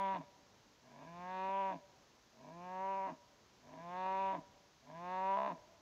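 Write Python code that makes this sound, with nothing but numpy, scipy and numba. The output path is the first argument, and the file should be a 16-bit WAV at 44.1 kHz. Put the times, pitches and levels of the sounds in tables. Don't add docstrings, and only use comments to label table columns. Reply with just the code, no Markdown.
import sys
import numpy as np
from scipy import signal
from scipy.fft import rfft, irfft, next_fast_len
from scipy.io import wavfile
from scipy.ndimage import uniform_filter1d
from numba import njit

SR = 44100
rng = np.random.default_rng(int(sys.argv[2]) if len(sys.argv) > 2 else 0)


def generate_wav(signal):
    frames = np.transpose(np.atleast_2d(signal))
    scaled = np.clip(frames, -1, 1) * 32767
    pcm = np.round(scaled).astype(np.int16)
    wavfile.write(sys.argv[1], SR, pcm)


N = 256220
LEAD = 30000

# t/s, pitch f/Hz, main throat resonance level/dB
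CALL_CURVES = [
    [(-.6, 194.3, -36.5), (0.0, 195, -38), (0.128, 191.1, -38.5), (0.16, 184.9, -42.5), (0.2, 163, -55.5),
     (0.25, 140, -65)],
    [(0.82, 121.6, -77), (0.918, 137.6, -68), (1.02, 146.7, -59.5), (1.08, 167.4, -61),
     (1.166, 174.5, -55.5), (1.316, 185.1, -46.5), (1.498, 193.1, -40), (1.604, 194.6, -38.5),
     (1.696, 191, -40), (1.74, 181.3, -46.5), (1.765, 168.6, -61), (1.81, 147.8, -69)],
    [(2.32, 121.6, -86), (2.398, 129.1, -70.5), (2.478, 153.4, -59.5), (2.53, 167.6, -61),
     (2.656, 181.4, -53), (2.834, 190.7, -42), (2.892, 193.8, -40.5), (3.062, 192.4, -42),
     (3.098, 180, -47), (3.126, 163.3, -57.5), (3.18, 147, -76)],
    [(3.61, 129.9, -87), (3.66, 143.4, -70), (3.738, 156.8, -60), (3.81, 167.2, -57), (3.96, 182.9, -45.5),
     (4.074, 189.9, -40), (4.218, 193.1, -38.5), (4.318, 192.1, -38.5), (4.354, 182.7, -44),
     (4.392, 161.4, -57), (4.44, 153.2, -75)],
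    [(4.82, 131, -84), (4.892, 149.4, -61.5), (4.96, 167.3, -55), (5.07, 180.4, -47.5),
     (5.14, 185.2, -42.5), (5.338, 195, -35), (5.4, 200, -39), (5.484, 205.5, -41), (5.516, 175.3, -45),
     (5.545, 169, -59.5), (5.59, 150.4, -67)],
]
# tone locks t/s, tone breaks t/s, break to shut mouth t/s,
# flap rate before and after f/Hz, slackness before and after [0-1]
CALL_STAGES = [(-.5, .135, .07, 102.2, 115.5, .8, 0.85), (1.101, 1.701, .065, 109.1, 113.1, 0.9, 0.73),
               (2.54, 3.065, .062, 103, 107, .78, 0.79), (3.819, 4.319, .072, 100, 110, .9, 0.75),
               (4.95, 5.47, 0.067, 104, 89.87, .66, 0.43)]
# hum at lock, hum at break, treble at lock, treble at break,
# lowest group at lock, lowest group at break, middle group, highest group; all level/dB
CALL_COLOURS = [(-51, -52.5, 2, 0.5, -3, -1.5, 0, 4.5), (-58, -55.5, -0.5, 0.5, -1.5, 1, 1, 0),
                (-58, -59, -4.5, -2.5, 1, 0, -1, -7), (-58.5, -55.5, -1, -0.5, 0.5, 0, -0.5, 2),
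                (-58, -54, -2, -1.5, 0.5, 0, -0.5, 0.5)]
# f shut/Hz, f open/Hz, width/Hz,
# level shut/dB, level open/dB (relative within the group)
THROAT_MODES = [
    [(340, 220, 71, -6, 1.5), (645, 641.7, 47.3, 7.5, 13.5)],
    [(989, 989.3, 50.8, -1.5, -4)],
    [(1410, 1100, 110, -9.5, -9), (1644, 1550, 73, 26, 33.5)],
    [(2070, 2210, 410, -1.5, -1), (2280, 2414, 194, 4.5, 2.5), (2940, 2850, 390, -11, -8)],
    [(3560, 3436, 300, 12.5, 22.5), (4500, 1400, 140, -2, -14.5)],
]
# level open/dB, slope [dB per dB of main resonance], share of treble [1],
# narrow ring f/Hz, swell when an overtone lands on it level/dB
THROAT_GROUPS = [(-47.5, 0.6968, 0.059, 602, 0), (-43.5, 1, 0.073, 1000, 0), (-63.5, 0.45, 0.82, 1665, 6),
                 (-62, 0.53, .9, 2510, 2), (-72, .5, 0.85, 3500, 1.5)]
BREATH_GAIN_DB = [-39, -38, -24, -20, -15]
# at start, creaking, after break, mouth shutting, after it; level/dB
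HUM_STAGE_DB = [-23.5, -8.5, -3.5, 1.5, -19.5]
# before lock, after break, mouth shutting, after it; level/dB
SUM_STAGE_DB = [-1.5, -7.5, 7.5, -4]
# at start, just after break, mouth shut; level/dB
TREBLE_STAGE_DB = [-5, 1, -5.5]
# t/s, slackness [0-1]
TONE_CRACKS = [(1.49, .097), (4.06, .093)]
# t/s, depth level/dB
RATTLE_DEPTH = [(5.355, 0), (5.378, 11), (5.47, 10), (5.5, 1.5)]
RATTLE_GROUP_LIFT = [.25, 0, 0.11, 0.23, 0.41]
# delay t/s, level/dB ahead of the echo band-pass
WALL_ECHOES = [(.2, -33), (.325, -33.5)]
# f/Hz, level/dB
FARM_SPECTRUM = [(20, -28.5), (35, -6.5), (55, -2.5), (70, -0.5), (190, -0.5), (450, -3.5), (600, -5.5),
                 (1000, -5), (1250, -8.5), (2500, -13), (6300, -13.5), (7400, -22), (8600, -37),
                 (10000, -31.5), (12400, -35.5), (12900, -25.5), (13400, -35.5), (15400, -31.5)]
# f/Hz, RMS level/dB
WHINE_LINES = [(6449, -88), (12898, -108)]

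SHUT_DB, OPEN_DB = -62, -44
SLACK_FLOOR = .08
TIGHTEN_S, SLACKEN_S = .055, .03
FRAY, FRAY_S = 0.097, 0.098
CRACK_S = .018
HUM_DROP_S = .025
UNEVEN_BEFORE, UNEVEN_AFTER = .14, .25
FLAP_S, SLAP_DB = .003, 17
SUM_WIDTH_HZ = 84
RATTLE_SHUT = .03
RATTLE_RUSH = .03
AIR_GAIN, AIR_HZ = 20, 3980
ECHO_DB, ECHO_START_S, ECHO_T60_S = -22.5, 0.14, 1.1
ECHO_HZ, ECHO_WIDTH_HZ = 590, 220
FARM_DB = -67
TOP_HZ = 15450

START_S, END_S = np.transpose([(call[0][0], call[-1][0]) for call in CALL_CURVES])
LOCK_S, SNAP_S, CLOSING_S, RATE_BEFORE_HZ, RATE_AFTER_HZ, LOOSE, SLACK = np.transpose(CALL_STAGES)
SHUT_S = SNAP_S + CLOSING_S
(HUM_LOCK_DB, HUM_BREAK_DB, TREBLE_LOCK_DB, TREBLE_BREAK_DB,
 LOW_LOCK_DB, LOW_BREAK_DB, MIDDLE_DB, TOP_DB) = np.transpose(CALL_COLOURS)


def bull():
    t = np.arange(-LEAD, N) / SR
    s, *columns = np.concatenate(CALL_CURVES).T
    hz, level_db = (np.interp(t, s, c) for c in columns)
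    rattle_db = np.maximum(np.interp(t, *np.transpose(RATTLE_DEPTH), right=0), 0)
    slackness = fold_slackness(t)
    group_db = group_levels(t, hz, level_db, slackness, rattle_db)
    share = np.clip((slackness - SLACK_FLOOR) / (1 - SLACK_FLOOR), 0, 1)
    opening = np.clip((level_db - SHUT_DB) / (OPEN_DB - SHUT_DB), 0, 1)
    mouth = opening * np.clip(1 - RATTLE_SHUT * rattle_db, 0, 1)

    jitter = 1 + 0.002866 * walk(60, len(t))
    phase = 2 * np.pi * np.cumsum(hz * jitter) / SR
    folds = fold_pulses(t, phase, rattle_db)
    rate_hz, flaps, gate = flapping(t)
    slap = undb(SLAP_DB) * even(flaps)
    chopped = np.sqrt(1 - share) * folds + np.sqrt(share) * (gate * folds + slap)
    air = AIR_GAIN * (1 + np.cos(phase)) * rng.standard_normal(len(t))

    signs = np.cumprod([1] + [(-1) ** len(modes) for modes in THROAT_MODES])
    voice = sum(sign * undb(db) * throat(chopped + undb(air_db) * air, modes, mouth)
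                for sign, db, modes, air_db in zip(signs, group_db, THROAT_MODES, BREATH_GAIN_DB))
    sum_gain = np.sqrt(share) * undb(group_db[0] + sum_level(t))
    voice = voice + sum_gain * sum_tone(gate, phase, hz + rate_hz)
    voice = -signal.sosfilt(signal.butter(6, AIR_HZ, fs=SR, output="sos"), voice)
    hum = undb(hum_level(t)) * np.sqrt(2) * np.sin(phase)
    calling = sum((t > a) & (t < b) for a, b in zip(START_S, END_S))
    return uniform_filter1d(1. * calling, size=900) * (voice + hum)


def fold_slackness(t):
    base = staged(t, [START_S, LOCK_S - TIGHTEN_S, LOCK_S, SNAP_S - FRAY_S, SNAP_S, SNAP_S + SLACKEN_S, END_S],
                  [LOOSE, LOOSE, 0, 0, FRAY, SLACK, SLACK])
    return base + sum(peak * np.exp(-((t - s) / CRACK_S) ** 2) for s, peak in TONE_CRACKS)


def fold_pulses(t, phase, rattle_db):
    third = phase / 3 + np.pi / 6
    crowded = phase + RATTLE_RUSH * rattle_db * np.sin(third)
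    folds = sum(np.cos(k * crowded) for k in range(2, 26))
    return folds * undb(np.interp(t, *np.transpose(RATTLE_DEPTH)) * np.cos(third))


def flapping(t):
    moments = [START_S, LOCK_S, SNAP_S, END_S]
    rate_hz = staged(t, moments, [RATE_BEFORE_HZ, RATE_BEFORE_HZ, RATE_AFTER_HZ, RATE_AFTER_HZ])
    uneven = staged(t, moments, [UNEVEN_BEFORE, UNEVEN_BEFORE, UNEVEN_AFTER, UNEVEN_AFTER])
    flaps = flap(rate_hz, np.clip(uneven, 0, .5), rng.standard_normal((2000, 2)), 0.63)
    gate = even(signal.lfilter([1], [1, -np.exp(-1 / (FLAP_S * SR))], flaps))
    return rate_hz, flaps, gate


@njit
def flap(rate_hz, uneven, chance, spread):
    pulses, p, k = np.zeros(len(rate_hz) + 1), 0., 0
    for i in range(len(rate_hz)):
        step = rate_hz[i] * np.exp(uneven[i] * chance[k, 0]) / SR
        p += step
        if p >= 1:
            p, k = p - 1, k + 1
            size = np.exp(spread * uneven[i] * chance[k, 1])
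            pulses[i] += size * p / step
            pulses[i + 1] += size * (1 - p / step)
    return pulses[:-1]


def throat(source, modes, mouth):
    out = 0
    for k, (shut_hz, open_hz, width_hz, shut_db, open_db) in enumerate(modes):
        db = shut_db + (open_db - shut_db) * mouth + 1.5 * walk(14, len(source))
        centre_hz = shut_hz + (open_hz - shut_hz) * mouth
        out = out + (-1) ** k * undb(db) * svf(source, centre_hz, 1. * width_hz)
    return even(out)


def group_levels(t, hz, level_db, slackness, rattle_db):
    first, broken, last = TREBLE_STAGE_DB
    treble_db = staged(t, [START_S, LOCK_S, SNAP_S, SNAP_S + SLACKEN_S, SHUT_S, END_S],
                       [TREBLE_LOCK_DB + first, TREBLE_LOCK_DB]
                       + [TREBLE_BREAK_DB + db for db in (0, broken, last, last)])
    steady = np.clip(1 - slackness, 0, 1)
    group_db = []
    for (db, slope, part, ring_hz, swell_db), lift in zip(THROAT_GROUPS, RATTLE_GROUP_LIFT):
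        swell = swell_db * steady * np.cos(2 * np.pi * ring_hz / hz)
        group_db.append(db + slope * (level_db - OPEN_DB) + part * treble_db + swell + lift * rattle_db)
    group_db[0] += staged(t, [START_S, LOCK_S, SNAP_S, END_S],
                          [LOW_LOCK_DB, LOW_LOCK_DB, LOW_BREAK_DB, LOW_BREAK_DB])
    group_db[2] += staged(t, [START_S, END_S], [MIDDLE_DB, MIDDLE_DB])
    group_db[-1] += staged(t, [START_S, END_S], [TOP_DB, TOP_DB])
    return group_db


def sum_tone(gate, phase, sum_hz):
    once = svf(gate * np.sin(phase), sum_hz, 1. * SUM_WIDTH_HZ)
    return even(svf(once, sum_hz, 1. * SUM_WIDTH_HZ))


def sum_level(t):
    before, broken, shutting, last = SUM_STAGE_DB
    return staged(t, [START_S, LOCK_S, SNAP_S + SLACKEN_S, SHUT_S, SHUT_S + HUM_DROP_S, END_S],
                  [before, before, broken, shutting, last, last])


def hum_level(t):
    first, creak, broken, shutting, last = HUM_STAGE_DB
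    return staged(t, [START_S, LOCK_S - TIGHTEN_S, LOCK_S, SNAP_S, SNAP_S + SLACKEN_S,
                      SHUT_S, SHUT_S + HUM_DROP_S, END_S],
                  [HUM_LOCK_DB + db for db in (first, creak, 0)]
                  + [HUM_BREAK_DB + db for db in (0, broken, shutting, last, last)])


def staged(t, moments, values):
    values = np.transpose([np.broadcast_to(v, len(CALL_CURVES)) for v in values])
    moments = np.maximum.accumulate(np.transpose(moments).ravel())
    return np.interp(t, moments, values.ravel())


@njit
def svf(x, hz, width_hz):
    y, b, l = np.empty(len(x)), 0., 0.
    for i in range(len(x)):
        g, k = np.tan(np.pi * hz[i] / SR), width_hz / hz[i]
        v = (b + g * (x[i] - l)) / (1 + g * (g + k))
        b, l, y[i] = 2 * v - b, l + 2 * g * v, k * v
    return y


def undb(db):
    return 10 ** (np.asarray(db) / 20)


def even(x, size=2048):
    power = uniform_filter1d(uniform_filter1d(x ** 2, size), size)
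    return x / np.sqrt(power + 1e-12)


def walk(rate_hz, size):
    k = int(SR / rate_hz)
    held = np.repeat(rng.standard_normal(size // k + 1), k)
    return 1.466 * uniform_filter1d(uniform_filter1d(held, k), k)[:size]


def sheds(x):
    t = np.arange(SR) / SR
    tail = rng.standard_normal(SR) * (t > ECHO_START_S) * undb(-60 * t / ECHO_T60_S)
    tail = undb(ECHO_DB) * tail / np.sqrt(np.sum(tail ** 2))
    for s, db in WALL_ECHOES:
        tail[int(s * SR)] += undb(db)
    tail = svf(tail, np.full(SR, 1. * ECHO_HZ), 1. * ECHO_WIDTH_HZ)
    return signal.fftconvolve(x, tail)[:len(x)]


def farm():
    size = next_fast_len(N)
    hz = np.arange(size // 2 + 1) * SR / size + 1
    table_hz, table_db = np.transpose(FARM_SPECTRUM)
    colour = undb(np.interp(np.log(hz), np.log(table_hz), table_db))
    low = 1 / (1 + (hz / 1200) ** 2)
    murmur, hiss = (irfft(rfft(rng.standard_normal(size)) * colour * np.sqrt(w), size)[:N]
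                    for w in (low, 1 - low))
    out = murmur * undb(1.5 * walk(4.15, N)) + hiss
    return out * undb(FARM_DB) / np.std(out)


def scene():
    call = bull()
    return ((call + sheds(call))[LEAD:] + farm())[None]


def record(dry):
    t = np.arange(N) / SR
    whine = sum(undb(db) * np.sqrt(2) * np.sin(2 * np.pi * hz * t) for hz, db in WHINE_LINES)
    return signal.sosfilt(signal.ellip(8, .2, 70, TOP_HZ, fs=SR, output="sos"), dry + whine)


dry = scene()
out = record(dry)
generate_wav(out)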